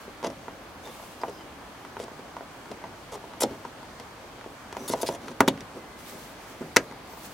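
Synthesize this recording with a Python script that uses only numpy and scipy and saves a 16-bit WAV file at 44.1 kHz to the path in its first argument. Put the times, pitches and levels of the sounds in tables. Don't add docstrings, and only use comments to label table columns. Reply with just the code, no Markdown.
import sys
import numpy as np
from scipy import signal
from scipy.fft import irfft
from scipy.io import wavfile

SR = 44100
rng = np.random.default_rng(int(sys.argv[2]) if len(sys.argv) > 2 else 0)


def unload_wav(signal):
    wavfile.write(
        sys.argv[1],
        SR,
        np.round(np.clip(np.atleast_2d(signal).T, -1, 1) * 32767).astype(np.int16),
    )


N = 323253
RING_SIZE = 12000
AGE = np.arange(RING_SIZE) / SR
EDGES = np.geomspace(22, 18000, 21)
CENTRES = np.sqrt(EDGES[1:] * EDGES[:-1])
LEFT_RIGHT = np.array([[1], [-1]])
THUMP_HZ, KNOCK_HZ, CRACK_HZ, GRIT_HZ = 326, 918, 3350, 4537


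def snaps(spots, punch_db=4.0, punch_s=0.0048):
    # (time [s], thump [dB], thump [Hz], knock [dB], knock [Hz], crack [dB],
    # crack [Hz], crack span [frequency ratio each way])
    releases = [(5.4058, 31, 377, 28, 1020, 2, 6400, 3.6), (5.479, 28, 270, 15, 1260, 1.5, 4900, 1.7),
                (5.4841, 2, 260.2, 22.5, 606, 15.5, 3340, 1.17),
                (6.763, -5, 277, 19.5, 1210, 12, 6000, 1.22),
                (6.7672, 29.5, 420, 26.5, 1700, 16.5, 5670, 1.41)]
    out = np.zeros((2, N))
    grip = 1 + (from_db(punch_db) - 1) * np.exp(-(AGE / punch_s) ** 2)
    for (s, *colour, span), spot in zip(releases, spots):
        add(out, s, contact(spot * grip, *colour, spans=(1.48, 1.496, span), flex_db=-9, fizz_db=-17))
    return out


def pries(spots, groan_hz=383):
    # (slip time [s], drag length [s], groan [dB], grit [dB], squeak [Hz], thump [dB], knock [dB])
    strokes = [(0.27, .033, -16.5, -37, 3160, 15.5, -2), (3.422, 0.017967, -19.5, -23.5, 9350, 5, 20.5),
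               (3.438, .014, -13.5, -22, 5800, 23, 19), (4.9, 0.022, -27, -30.5, 9930, 19.5, -8),
               (4.9365, 0.029, -25, -32.5, 5700, 13.5, 22), (5.031, 0.018, -28, -31, 9800, 15, 19),
               (5.089, .027, -35, -30, 4540, 17, 18)]
    out = np.zeros((2, N))
    for (s, length, groan_db, grit_db, squeak_hz, thump_db, knock_db), spot in zip(strokes, spots):
        grit_hz = GRIT_HZ * (squeak_hz / GRIT_HZ) ** 0.49
        colour = groan_db, groan_hz, groan_db - 3, KNOCK_HZ, grit_db, grit_hz
        add(out, s - length, scrape(spot, length, *colour, slips_per_s=1200))
        add(out, s - length, squeak(length, squeak_hz, grit_db - 10, roughness=0.24))
        add(out, s, contact(spot, thump_db, THUMP_HZ, knock_db, knock_hz=642,
                            crack_db=-7, crack_hz=CRACK_HZ, flex_db=-10))
    return out


def taps(spots, faint_per_s=1.5, spread_db=2.5):
    # (time [s], thump [dB], knock [dB], knock [Hz], crack [dB])
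    hits = [(0.079, 6, -2, 520, -37), (0.229, 7, 4, 784, -16), (0.246, 15, 9, 760, -10.5),
            (0.302, 1, -1, 704.8, -17), (0.482, 3, 7, 865, -30), (0.874, -14, 3, 704, -18),
            (0.998, -9, 1.5, 800, -32), (1.216, -4, 1, 780, -16), (1.235, 10.5, 17.5, 870, -28.5),
            (1.282, 2, 10.5, 546, -18), (1.85, -5, 0, 980, -21), (1.968, 5, 5, 1040, -24),
            (2.0, 4, 14, 470, -14), (2.082, -4, 1.5, 785, -29), (2.117, 4.5, -19, 550, -34),
            (2.193, 5, -12, 800, -25), (2.367, -4, 8, 845, -21), (2.408, 2, 5, 810, -35),
            (2.658, -8, -8, 1118, -26), (2.715, 2, 7, 457, -13), (2.84, -3, 8, 810, -23.5),
            (3.241, 0, -5, 960, -38.5), (3.408, 8.5, -1, 950, -9), (3.511, 12.5, 7, 440, -22),
            (3.6507, 4.5, 7, 920, -21), (3.999, 0, 0.5, 715.5, -13), (4.411, -13, -5, 1320, -24),
            (4.461, 2, 5, 540, -35), (4.7267, 5, 2, 853.1, -11.5), (4.768, 8, 10.5, 750, -11),
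            (5.282, -3, 4, 991.4, -13), (5.576, 4, -11, 1600, -20.5), (5.607, 1, -27, 1600, -10),
            (6.912, 6.5, -11, 1600, -22)]
    out, chance = np.zeros((2, N)), rng.random((40, 2))
    times = np.cumsum(-np.log(1 - chance[:, 0])) / faint_per_s
    accents_db = spread_db * (2 * chance[:, 1] - 1)
    faint = [(s, db - 8, db - 4.5, KNOCK_HZ, db - 28) for s, db in zip(times, accents_db) if s < N / SR]
    for (s, thump_db, knock_db, knock_hz, crack_db), spot in zip(hits + faint, spots):
        add(out, s, contact(spot, thump_db, THUMP_HZ, knock_db, knock_hz, crack_db, CRACK_HZ))
    return out


def rubs(spots, cover_hz=1188):
    # (time [s], length [s], body [dB], body [Hz], hiss [dB])
    shifts = [(0.825, 0.069, -29.5, 517, -55), (1.286, 0.014, -22, 450, -48),
              (1.991, 0.052, -26, 424.2, -43), (2.705, 0.015, -19, 410, -61), (3.116, 0.043, -20, 515, -41),
              (3.505, 0.049, -26, 430, -57), (4.769, 0.11, -24.5, 337, -58.5),
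              (4.951, 0.067, -26, 620, -45.5), (5.1, .06, -22.5, 534.8, -42),
              (5.205, 0.11937, -23.5, 313, -50), (5.404, 0.0056, -10, 600, -24),
              (5.477, .012, -3, 290, -22), (5.746, .05, -22.5, 314.3, -56), (6.11, .06, -27.5, 380, -54),
              (6.608, 0.02, -12.5, 281, -52.5)]
    out = np.zeros((2, N))
    for (s, length, body_db, body_hz, hiss_db), spot in zip(shifts, spots):
        add(out, s, scrape(spot, length, body_db, body_hz, body_db - 26, cover_hz, hiss_db, GRIT_HZ))
    return out


def squeaks():
    # (time [s], length [s], pitch [Hz], level [dB])
    slides = [(0.824, 0.13, 3640, -56), (1.208, 0.02512, 5000, -51), (1.259, 0.036, 2980, -56.5),
              (1.28, .16, 5100, -62), (1.35, .1, 3100, -59), (4.76, 0.21, 5977, -55)]
    out = np.zeros((2, N))
    for s, length, hz, level_db in slides:
        add(out, s, squeak(length, hz, level_db, roughness=0.055))
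    return out


def door_responses(count, click_db=-6, bending_db=-7, plastic_db=-0.5, modes_db=1, spread_db=1.5):
    # (frequency [Hz], relative level [dB], t60 [s])
    panel_modes = [(163, -21, 0.17), (234, 2.5, 0.12), (270, 5, 0.25), (340, -28.5, 0.16),
                   (406.3, 0, 0.067), (487, 5.5, 0.068), (555, 5, 0.31), (662.4, 4, 0.10056),
                   (930.52, 5.5, 0.044), (989.92, 6, 0.063), (1418, 5, 0.03), (1600, -3, 0.0592),
                   (1980, 6.5, 0.019), (2285, -27, 0.088), (3180, -10.5, 0.015), (3580, -9, 0.0562),
                   (3930, -29, 0.069), (4840, -10, 0.054), (5376.9, -5, 0.016), (5490, 2, 0.036),
                   (5900, 3.5, 0.025), (6680, -2, 0.04), (7460, -16, 0.039), (9800, 7, .025),
                   (10460, 8, 0.04)]
    # (frequency [Hz], plastic t60 [s], cabin t60 [s], cabin level [dB])
    tails = [(152, 0.15, 0.6, -1), (430, 0.18, 0.41, -13), (1010.3, 0.056, 0.21, -10.5),
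             (2476, 0.015, 0.061, 1.5), (6000, 0.028, 0.1, -9.5), (14000, 0.0064, 0.0747, -12)]
    hz, level_db, t60 = np.transpose(panel_modes)
    damping = np.log(1000) / (t60[:, None] * SR)
    modes = 2 * damping * np.exp(-damping * AGE * SR) * np.cos(2 * np.pi * hz[:, None] * AGE)
    plastic = from_db(plastic_db) * decays(at_hz(tails, CENTRES))
    cabin = from_db(at_hz(tails, CENTRES, column=3))[:, None] * decays(at_hz(tails, CENTRES, column=2))
    decay = np.hypot(plastic, cabin)
    # (frequency [Hz], side against mid [dB])
    side_levels = [(200, -31.5), (600, -20), (1400, -12), (5000, -14), (13000, -10)]
    width = from_db(at_hz(side_levels, CENTRES))
    noise = noise_bands()
    attack = from_db(click_db) * (AGE == 0) + from_db(bending_db) * bending_wave()
    for start in rng.integers(0, N - RING_SIZE, count):
        mid, side = (noise[:, :, start:start + RING_SIZE] * decay[:, None]).transpose(1, 0, 2)
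        ringing = from_db(modes_db + level_db - spread_db * rng.standard_normal(len(hz))) @ modes
        yield attack + ringing + mid.sum(0) + 2 * (width @ side) * LEFT_RIGHT


def bending_wave(travel_s=0.003098, damping_hz=1400):
    hz = np.arange(RING_SIZE // 2 + 1) * SR / RING_SIZE
    phase = 4 * np.pi * travel_s * np.sqrt(1000 * hz)
    return irfft(np.exp(-1j * phase) / (1 + 1j * hz / damping_hz) ** 2, RING_SIZE)


def contact(shake, thump_db, thump_hz, knock_db, knock_hz, crack_db, crack_hz,
            spans=(1.52, 1.391, 1.944), flex_db=-14, fizz_db=-23.5, energy=1.0):
    thump_span, knock_span, crack_span = spans
    layers = [(thump_db + flex_db, 130, 1.4),
              (thump_db, thump_hz, thump_span),
              (knock_db, knock_hz, knock_span),
              (crack_db, crack_hz, crack_span),
              (crack_db + fizz_db + 20 * np.log10(crack_hz / 5000), 13000, 1.3)]
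    out = 0
    for k, (level_db, hz, span) in enumerate(layers):
        low, high = hz / span, hz * span
        layer = band(shake, low, high)
        share = energy * 2 * (high - low) / SR
        out = out + (-1) ** k * from_db(level_db) * layer * np.sqrt(2 * share / np.sum(layer ** 2))
    return out


def scrape(response, length, *colour, slips_per_s=1800, spread_db=4.0, build=0.2):
    size = int(length * SR)
    slipping = rng.random(RING_SIZE) < slips_per_s / SR
    strength = from_db(spread_db * np.minimum(rng.exponential(1, RING_SIZE), 4))
    slips = slipping * strength * rng.choice([-1, 1], RING_SIZE)
    slips[0] = 1
    force = slips[:size] * np.linspace(.1, 1, size) ** build
    shake = signal.fftconvolve(force[None], response, axes=1)
    return contact(shake, *colour, fizz_db=-32, energy=size)


def squeak(length, hz, level_db, roughness, sag=0.02016):
    return chirp(length, hz, hz * (1 - sag), level_db, width_hz=roughness * hz)


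def chirp(length, first_hz, last_hz, level_db, width_hz):
    size = int(length * SR)
    smoothing = signal.butter(2, width_hz / 2, fs=SR, output="sos")
    wander = signal.sosfilt(smoothing, rng.standard_normal((2, RING_SIZE)))[:, -size:]
    phase = 2 * np.pi * np.cumsum(np.linspace(first_hz, last_hz, size)) / SR
    tone = unit_power(wander[0] * np.cos(phase) + wander[1] * np.sin(phase))
    return from_db(level_db) * tone[None] * signal.windows.tukey(size, .5)


def sleeve(rest_db=-74, grain_db=3.0):
    # (start [s], rise [s], length [s], fade [s], level [dB])
    arm_moves = [(0, .01, .02, .08, -56), (0.82, .04, 0.22, 0.5, -53.5), (3.44, .06, 0.0684, .08, -57),
                 (4.71, 0.1269, 0.39, 0.0708, -51.5), (5.96, .03, 0.34, .07, -52),
                 (6.296, .15, 0.21, .5, -55), (7.018, 0.22, .3, .1, -50)]
    # (frequency [Hz], relative density [dB])
    cloth_spectrum = [(500, -5), (1500, -1), (3500, 1), (7000, 0), (11000, -2), (15000, -4)]
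    motion = from_db(rest_db)
    for *timing, level_db in arm_moves:
        motion = np.maximum(motion, from_db(level_db) * swell(*timing))
    hiss = rush(cloth_spectrum, flicker_db=-1.5, flicker_per_s=50)
    out = hiss * motion * from_db(grain_db * drift(per_s=31))
    add(out, 7.085, chirp(length=.135, first_hz=13900, last_hz=15800, level_db=-60, width_hz=600))
    return out


def outdoor_air(level_db=-44.5):
    # (frequency [Hz], relative density [dB])
    air_spectrum = [(25, -25.5), (45, -5), (100, -3.5), (160, -6.5), (240, -1.5), (400, -6), (620, -4.5),
                    (880, -4.5), (1300, -8), (2110, -13.5), (3520, -18), (8000, -26.5), (16000, -34)]
    return from_db(level_db) * rush(air_spectrum, flicker_db=1.0, flicker_per_s=12)


def whine(hz=2045, start_s=5.7, rise_s=.1, onset_db=-61, rest_db=-68):
    onset = from_db(onset_db) * swell(start_s, rise_s, length=0.3, fade=rise_s)
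    rest = from_db(rest_db) * curve([(start_s, 0), (start_s + rise_s, 1)])
    tone = unit_power(band(rng.standard_normal(N), hz - 9, hz + 9))
    return np.maximum(onset, rest) * tone


def rush(spectrum, flicker_db, flicker_per_s):
    # (frequency [Hz], left-right likeness [0-1])
    likeness = [(40, 0.98), (200, 0.9), (700, 0.75), (1500, 0.4648), (4000, 0.07667), (14000, 0.1622)]
    out = 0
    for hz, (mid, side) in zip(CENTRES, noise_bands()):
        alike = at_hz(likeness, hz)
        gain = from_db(at_hz(spectrum, hz) + flicker_db * drift(flicker_per_s))
        out = out + gain * (np.sqrt(1 + alike) * mid + np.sqrt(1 - alike) * side * LEFT_RIGHT)
    return unit_power(out)


def noise_bands():
    white = rng.standard_normal((2, 2, N))
    return np.array([band(white[k % 2], *edges) for k, edges in enumerate(zip(EDGES, EDGES[1:]))])


def drift(per_s):
    knots = rng.standard_normal(1000)
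    return np.interp(np.arange(N) / SR * per_s, np.arange(len(knots)), knots)


def decays(t60):
    fall = np.exp(-np.log(1000) * AGE / t60[:, None])
    return fall / np.linalg.norm(fall, axis=1, keepdims=True)


def swell(start, rise, length, fade):
    return curve([(start, 0), (start + rise, 1), (start + length, 1), (start + length + fade, 0)])


def curve(points):
    return np.interp(np.arange(N) / SR, *np.transpose(points))


def at_hz(rows, hz, column=1):
    rows = np.array(rows)
    return np.interp(np.log(hz), np.log(rows[:, 0]), rows[:, column])


def band(x, low_hz, high_hz, order=2):
    sos = signal.butter(order, [low_hz, min(high_hz, .45 * SR)], "band", fs=SR, output="sos")
    return signal.sosfilt(sos, x + 1e-18)


def from_db(db):
    return 10 ** (np.asarray(db) / 20)


def unit_power(x):
    return x / np.sqrt(np.mean(x ** 2) + 1e-20)


def add(out, s, sound):
    start = int(s * SR)
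    out[:, start:start + sound.shape[1]] += sound[:, :N - start]


def scene(treble_lean=0.12):
    spots = iter(list(door_responses(count=78)))
    door = snaps(spots) + pries(spots) + rubs(spots) + taps(spots) + squeaks()
    door = door + treble_lean * LEFT_RIGHT * band(door, 2500, 18000, order=1)
    return door + outdoor_air() + sleeve() + whine()


def record(dry, cutoff_hz=15900):
    rounded = dry / (1 + dry ** 4) ** (1 / 4)
    return signal.sosfilt(signal.ellip(10, .2, 70, cutoff_hz, fs=SR, output="sos"), rounded)


dry = scene()
out = record(dry)
unload_wav(out)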